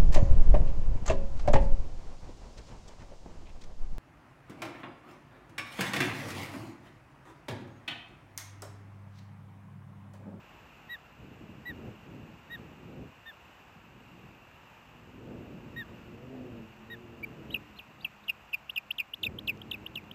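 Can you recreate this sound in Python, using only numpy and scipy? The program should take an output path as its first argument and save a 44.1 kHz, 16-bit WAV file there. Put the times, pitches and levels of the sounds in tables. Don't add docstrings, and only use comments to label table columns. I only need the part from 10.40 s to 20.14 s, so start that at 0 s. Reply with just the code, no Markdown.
import sys
import numpy as np
from scipy.fft import rfft, irfft
from scipy.io import wavfile

SR = 44100
rng = np.random.default_rng(int(sys.argv[2]) if len(sys.argv) > 2 else 0)


def file_out(sig):
    cols = np.atleast_2d(sig).T
    lim = np.clip(cols, -1, 1)
    pcm = np.round(lim * 32767).astype(np.int16)
    wavfile.write(sys.argv[1], SR, pcm)


N = 429534

# the slide's peak time and half length in seconds, pitch in Hz, level in dB;
# the held note's delay and release in seconds, pitch in Hz, level in dB, trill depth from 0 to 1.
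YELPS = [(7.147, 0.0044, 2750, -25.5, 0.014, 0.0081, 2650, -34.5, 0.8),
         (7.394, 0.0062, 2960, -43.5, .009, .012, 2600, -50, .95),
         (7.651, 0.0046, 2760, -27.5, .007, 0.013, 2510, -44, 0.99),
         (7.887, 0.0054, 2784, -34, .012, 0.0059, 2650, -23.5, .95),
         (8.135, 0.0044, 2670, -33.5, 0.0099, 0.0055, 2574, -24.5, 0.7),
         (8.365, 0.0043, 2880, -30.5, 0.015, 0.0056, 2625, -25, 0.7),
         (8.588, 0.0047, 2950, -31, 0.014, 0.0088, 2590, -26.5, 0.62),
         (8.838, 0.0059, 2940, -27.5, .031, 0.0055, 2563, -27, 0),
         (9.083, 0.0074, 2790, -29.5, 0.013, 0.0084, 2635, -25, 0.3),
         (9.318, 0.0051, 2980, -30.5, .026, 0.0074, 2630, -35, 0),
         (9.56, 0.0044, 3100, -33.5, 0.016, .009, 2700, -35, 0)]
# time in seconds, gain in dB.
EXCITEMENT = [(7.6, -10), (7.85, 1)]
# pitch in Hz, gain in dB.
RICHNESS = [(2600, -2), (2900, -9.5), (3200, 2), (3550, 6.5), (4000, 19.5)]
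# peak time and half length in seconds, top pitch in Hz, level in dB,
# trill depth from 0 to 1.
VOICE_CRACKS = [(7.132, .014, 3910, -49, 0.1), (7.378, 0.015, 4220, -59.5, 0.12),
                (7.629, .012, 4820, -61, 0.16), (8.851, 0.0074, 3720, -33.5, .6),
                (9.334, 0.0051, 3600, -43.5, .5)]
# peak time in seconds, time stretch, base pitch in Hz, base level in dB.
SQUEAKS = [(7.108, 0.98, 3080, -44), (7.611, .7, 3690, -52), (7.841, .8, 3770, -61),
           (8.298, 0.88, 2840, -31.5), (8.51, 0.89, 2790, -26.5), (8.739, 0.87, 2970, -31.5),
           (8.989, 0.71, 3215, -34.5), (9.218, 0.45, 3140, -39.5), (9.465, 0.65, 2890, -34),
           (9.714, 0.47, 3100, -39.5)]
# seconds from the peak, pitch ratio, gain in dB.
SQUEAK_SWEEP = [(-.006, .89, -27), (-.003, 0.95, -7), (0, 0.978, 2), (.005, 1.13, -6.5),
                (.009, 1.29, -14.5), (.012, 1.43, -33), (.02, 2.2, -38)]
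# start and length in seconds, top pitch in Hz, level in dB,
# octave gain in dB, lean (under 1 the top comes later).
WHISTLES = [(0.491, 0.073, 1943, -41.5, -7.5, 0.89), (1.254, 0.068, 1967, -41, -12.5, 1.07),
            (2.099, 0.068, 1910, -43, -7.5, 0.72), (2.857, 0.062, 1828, -48, -6, 1.14),
            (5.361, 0.075, 1897, -40.5, -11, 1.23), (6.499, 0.058, 1902, -45, -7.5, 1.13),
            (6.829, 0.021, 2340, -35, -27.5, 0.48)]
# share of its length, pitch ratio, gain in dB.
WHISTLE_ARCH = [(0, .94, -11), (.1, 0.98, -2.5), (.38, 1, 1), (.7, 0.97, 1), (.87, 0.904, -3.5),
                (1, 0.82, -18)]
# start in seconds, level in dB.
TWIG_TICKS = [(9.174, -50.5), (9.64, -54.5)]
# time in seconds, level in dB.
GUSTS = [(0.0, -59.5), (0.73, -63), (0.81, -53), (1.14, -49), (1.25, -51.5), (1.49, -43.5), (1.6, -57.5),
         (1.71, -47), (1.9, -50), (2.06, -60.5), (2.22, -48), (2.36, -52.5), (2.63, -44.5), (2.74, -64),
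         (3.14, -62.5), (3.85, -53), (3.99, -60.5), (4.45, -61.5), (4.91, -44), (5.42, -49.5),
         (5.45, -55.5), (5.51, -46), (5.59, -51.5), (5.99, -42), (6.21, -47), (6.35, -59), (6.43, -50.5),
         (7.13, -46), (7.43, -64), (7.65, -54.5), (7.7, -66.5), (8.76, -65.5), (8.84, -45.5), (9.74, -51.5)]
# time in seconds, vortex rate in Hz, dB against the rumble.
MOUNT_SONG = [(0, 114.8, -19), (1.75, 107.3, -4), (2.6, 117.9, -16), (5.1, 121, -4.5), (5.7, 113, -1),
              (5.93, 133.7, 5.5), (6.25, 112, 2.5), (6.6, 116.8, 5), (7.0, 107.9, -7.5), (9.74, 104, -2.5)]
# multiple of the vortex rate, gain in dB.
VORTEX_PARTIALS = [(1, -8.5), (2, -3), (3, -6.5), (4, -12), (5, -18.5)]
# frequency in Hz, level at its nearest in dB.
ENGINE_TONES = [(136, -70), (206, -66.5)]
# frequency in Hz, gain in dB.
TWIG_SPECTRUM = [(800, -12), (2800, -1), (7500, -8)]
EDDY_SPECTRUM = [(150, -13), (330, -1), (550, -7.5), (750, -12.5), (1100, -33), (2500, -50)]
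RUMBLE_SPECTRUM = [(22, -36.5), (45, -5.5), (80, -0.5), (130, 2), (250, -1.5), (360, -6), (500, -12),
                   (700, -22), (1100, -36), (2500, -60.5)]
TOWN_SPECTRUM = [(22, -27), (50, 5.5), (140, -5), (300, -12.5), (550, -2.5), (900, 1), (1400, -2.5),
                 (2200, -7), (2500, -2.5), (2780, 0), (3150, -12.5), (4000, -18.5), (5500, -22),
                 (7900, -23)]
# frequency in Hz, gain in dB.
MIRROR_SPECTRUM = [(8000, -10), (12200, -17.5), (13300, -19), (14100, -23.5), (15300, -31)]


def yelps(waver, rest_hz=2390, ceiling_hz=5160, fall_s=.0058, slide_trill=.12):
    out, rasp = np.zeros(N), .11 * walk(730)
    for s, width, hz, db, delay, release, held_hz, held_db, trill in YELPS:
        rich_db = np.interp(s, *np.transpose(EXCITEMENT))
        i, t = around(s)
        pitch = np.minimum(rest_hz + (hz - rest_hz) * np.exp(-t / fall_s), ceiling_hz)
        swell = hump(t, .95 * width, width, power=3.1)
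        out[i] += undb(db) * syrinx(t, pitch * waver[i], swell, slide_trill, rich_db - 5)
        i, t = around(s + delay)
        attack_s = np.interp(trill, [0, 1], [.0049, .006])
        sag_hz_per_s = np.interp(trill, [0, 1], [27000, 4050])
        pitch = held_hz - sag_hz_per_s * t
        swell = hump(t, attack_s, release, power=1.37)
        held = syrinx(t, pitch * waver[i], swell, trill, rich_db + 1)
        out[i] += undb(held_db) * (1 + trill * rasp[i]) * held
    return out


def syrinx(t, pitch, swell, trill, rich_db, trill_hz=235, swing=.061, octave_db=-26, third_db=-31):
    beat = 2 * np.pi * trill_hz * t
    phase = turn(pitch - trill * trill_hz / 2)
    tone = (np.sin(phase) + trill * np.sin(phase + beat)) / np.sqrt(1 + trill ** 2)
    flutter = turn(pitch * (1 + swing * trill * (np.cos(beat) - 1)))
    richness = undb(np.interp(pitch, *np.transpose(RICHNESS)) + rich_db)
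    overtones = undb(octave_db) * np.sin(2 * flutter) + undb(third_db) * np.sin(3 * flutter)
    return np.sqrt(2) * swell * (tone + richness * np.sqrt(swell) * overtones)


def voice_cracks(waver, register_foot_hz=3440):
    out = np.zeros(N)
    for s, width, hz, db, trill in VOICE_CRACKS:
        i, t = around(s)
        pitch = hz - .5 * (hz - register_foot_hz) * (t / width) ** 2
        swell = hump(t, width, width, power=2)
        out[i] += undb(db) * syrinx(t, pitch * waver[i], swell, trill, rich_db=-10)
    return out


def squeaks(waver, octave_db=-40):
    out = np.zeros(N)
    offset, ratio, sweep_db = np.transpose(SQUEAK_SWEEP)
    for s, stretch, hz, db in SQUEAKS:
        i, pitch, swell = note(s + offset * stretch, hz * ratio ** (stretch ** .5), db + sweep_db)
        phase = turn(pitch * waver[i])
        out[i] += swell * (np.sin(phase) + undb(octave_db) * np.sin(2 * phase))
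    return out


def whistles(waver, third_db=-39, fourth_db=-36, full_arch_s=.07):
    out = np.zeros(N)
    share, ratio, arch_db = np.transpose(WHISTLE_ARCH)
    for s, length, hz, db, octave_db, lean in WHISTLES:
        times = s + share ** lean * length
        i, pitch, swell = note(times, hz * ratio ** (length / full_arch_s), db + arch_db)
        phase = turn(pitch * waver[i])
        gains = undb([octave_db, third_db, fourth_db])
        overtones = sum(gain * np.sin(k * phase) for k, gain in enumerate(gains, 2))
        out[i] += swell * (np.sin(phase) + swell / swell.max() * overtones)
    return out


def twigs(decay_s=.0012):
    t = np.arange(N) / SR
    bursts = sum(undb(db) * (t >= s) * np.exp(-abs(t - s) / decay_s) for s, db in TWIG_TICKS)
    return bursts * noise(TWIG_SPECTRUM)


def wind(flicker_db=2, eddy_growth=1.4, strong_gust_db=-46.5):
    gust_db, = curves(GUSTS)
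    vortex_hz, song_db = curves(MOUNT_SONG)
    eddy_db = -7 + eddy_growth * (gust_db - strong_gust_db)
    rumble = noise(RUMBLE_SPECTRUM) * undb(flicker_db * walk(22))
    eddies = noise(EDDY_SPECTRUM) * undb(eddy_db)
    song = mount_song(vortex_hz) * undb(song_db)
    total = np.sqrt(1 + undb(2 * eddy_db) + undb(2 * song_db))
    return undb(gust_db) * (rumble + eddies + song) / total


def mount_song(vortex_hz, drift=.028, blur_hz=10):
    song = np.zeros(N)
    for k, db in VORTEX_PARTIALS:
        phase = turn(k * vortex_hz * (1 + drift * walk(7)))
        tone = (1 + .5 * walk(blur_hz)) * np.sin(phase)
        blur = .72 * walk(blur_hz) * np.cos(phase)
        song += undb(db) * (tone + blur)
    return song


def town(wash_db=-57, swell_db=.58, nearest_s=7.65, passing_s=.68):
    wash = noise(TOWN_SPECTRUM) * undb(wash_db - swell_db * walk(2))
    speed = 1 + .0063 * walk(4.4)
    drone = sum(np.sin(turn(hz * speed)) * undb(db + 2 * walk(2.6)) for hz, db in ENGINE_TONES)
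    distance = np.hypot(1, (np.arange(N) / SR - nearest_s) / passing_s)
    return wash + drone / distance


def undb(db):
    return 10 ** (np.asarray(db) / 20)


def unit(x):
    return x / np.sqrt(np.mean(x ** 2))


def curves(rows):
    s, *columns = np.transpose(rows)
    return [np.interp(np.arange(N) / SR, s, c) for c in columns]


def colour(x, spectrum):
    hz, db = np.transpose(spectrum)
    bins = np.maximum(np.arange(N // 2 + 1) * SR / N, 1)
    return irfft(rfft(x) * undb(np.interp(np.log(bins), np.log(hz), db)), N)


def noise(spectrum):
    return unit(colour(rng.standard_normal(N), spectrum))


def below(x, hz):
    return irfft(rfft(x) * (np.arange(N // 2 + 1) * SR / N < hz), N)


def walk(rate_hz):
    bins = np.arange(N // 2 + 1) * SR / N
    return unit(irfft(rfft(rng.standard_normal(N)) * np.exp(-(bins / rate_hz) ** 2), N))


def turn(hz):
    return 2 * np.pi * np.cumsum(hz) / SR


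def note(s, hz, db, fade_s=.001):
    i = np.arange(int(s[0] * SR), min(int(s[-1] * SR), N))
    swell = np.interp(i / SR, s, np.cbrt(undb(db))) ** 3
    fade = np.clip(np.minimum(i - i[0], i[-1] - i) / (fade_s * SR), 0, 1)
    return i, np.interp(i / SR, s, hz), np.sqrt(2) * swell * fade


def hump(t, attack_s, release_s, power):
    return np.exp(-abs(t / np.where(t < 0, attack_s, release_s)) ** power)


def around(s, reach_s=.035):
    i = np.arange(int((s - reach_s) * SR), min(int((s + reach_s) * SR), N))
    return i, i / SR - s


def scene(rasp=.048, calm_waver=.004, excited_waver=.0098):
    jitter, grain = walk(500), 1 + rasp * walk(1100)
    calm, excited = 1 + calm_waver * jitter, 1 + excited_waver * jitter
    osprey = whistles(calm) + squeaks(calm) + grain * (yelps(excited) + voice_cracks(excited))
    return (osprey + twigs() + wind() + town())[None]


def record(dry, camera_rate_hz=16000, top_hz=15400):
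    sound = below(dry[0], camera_rate_hz / 2)
    carrier = 2 * np.cos(2 * np.pi * camera_rate_hz * np.arange(N) / SR)
    image = colour(sound * carrier, MIRROR_SPECTRUM)
    return below(sound + image, top_hz)[None]


dry = scene()
out = record(dry)
file_out(out)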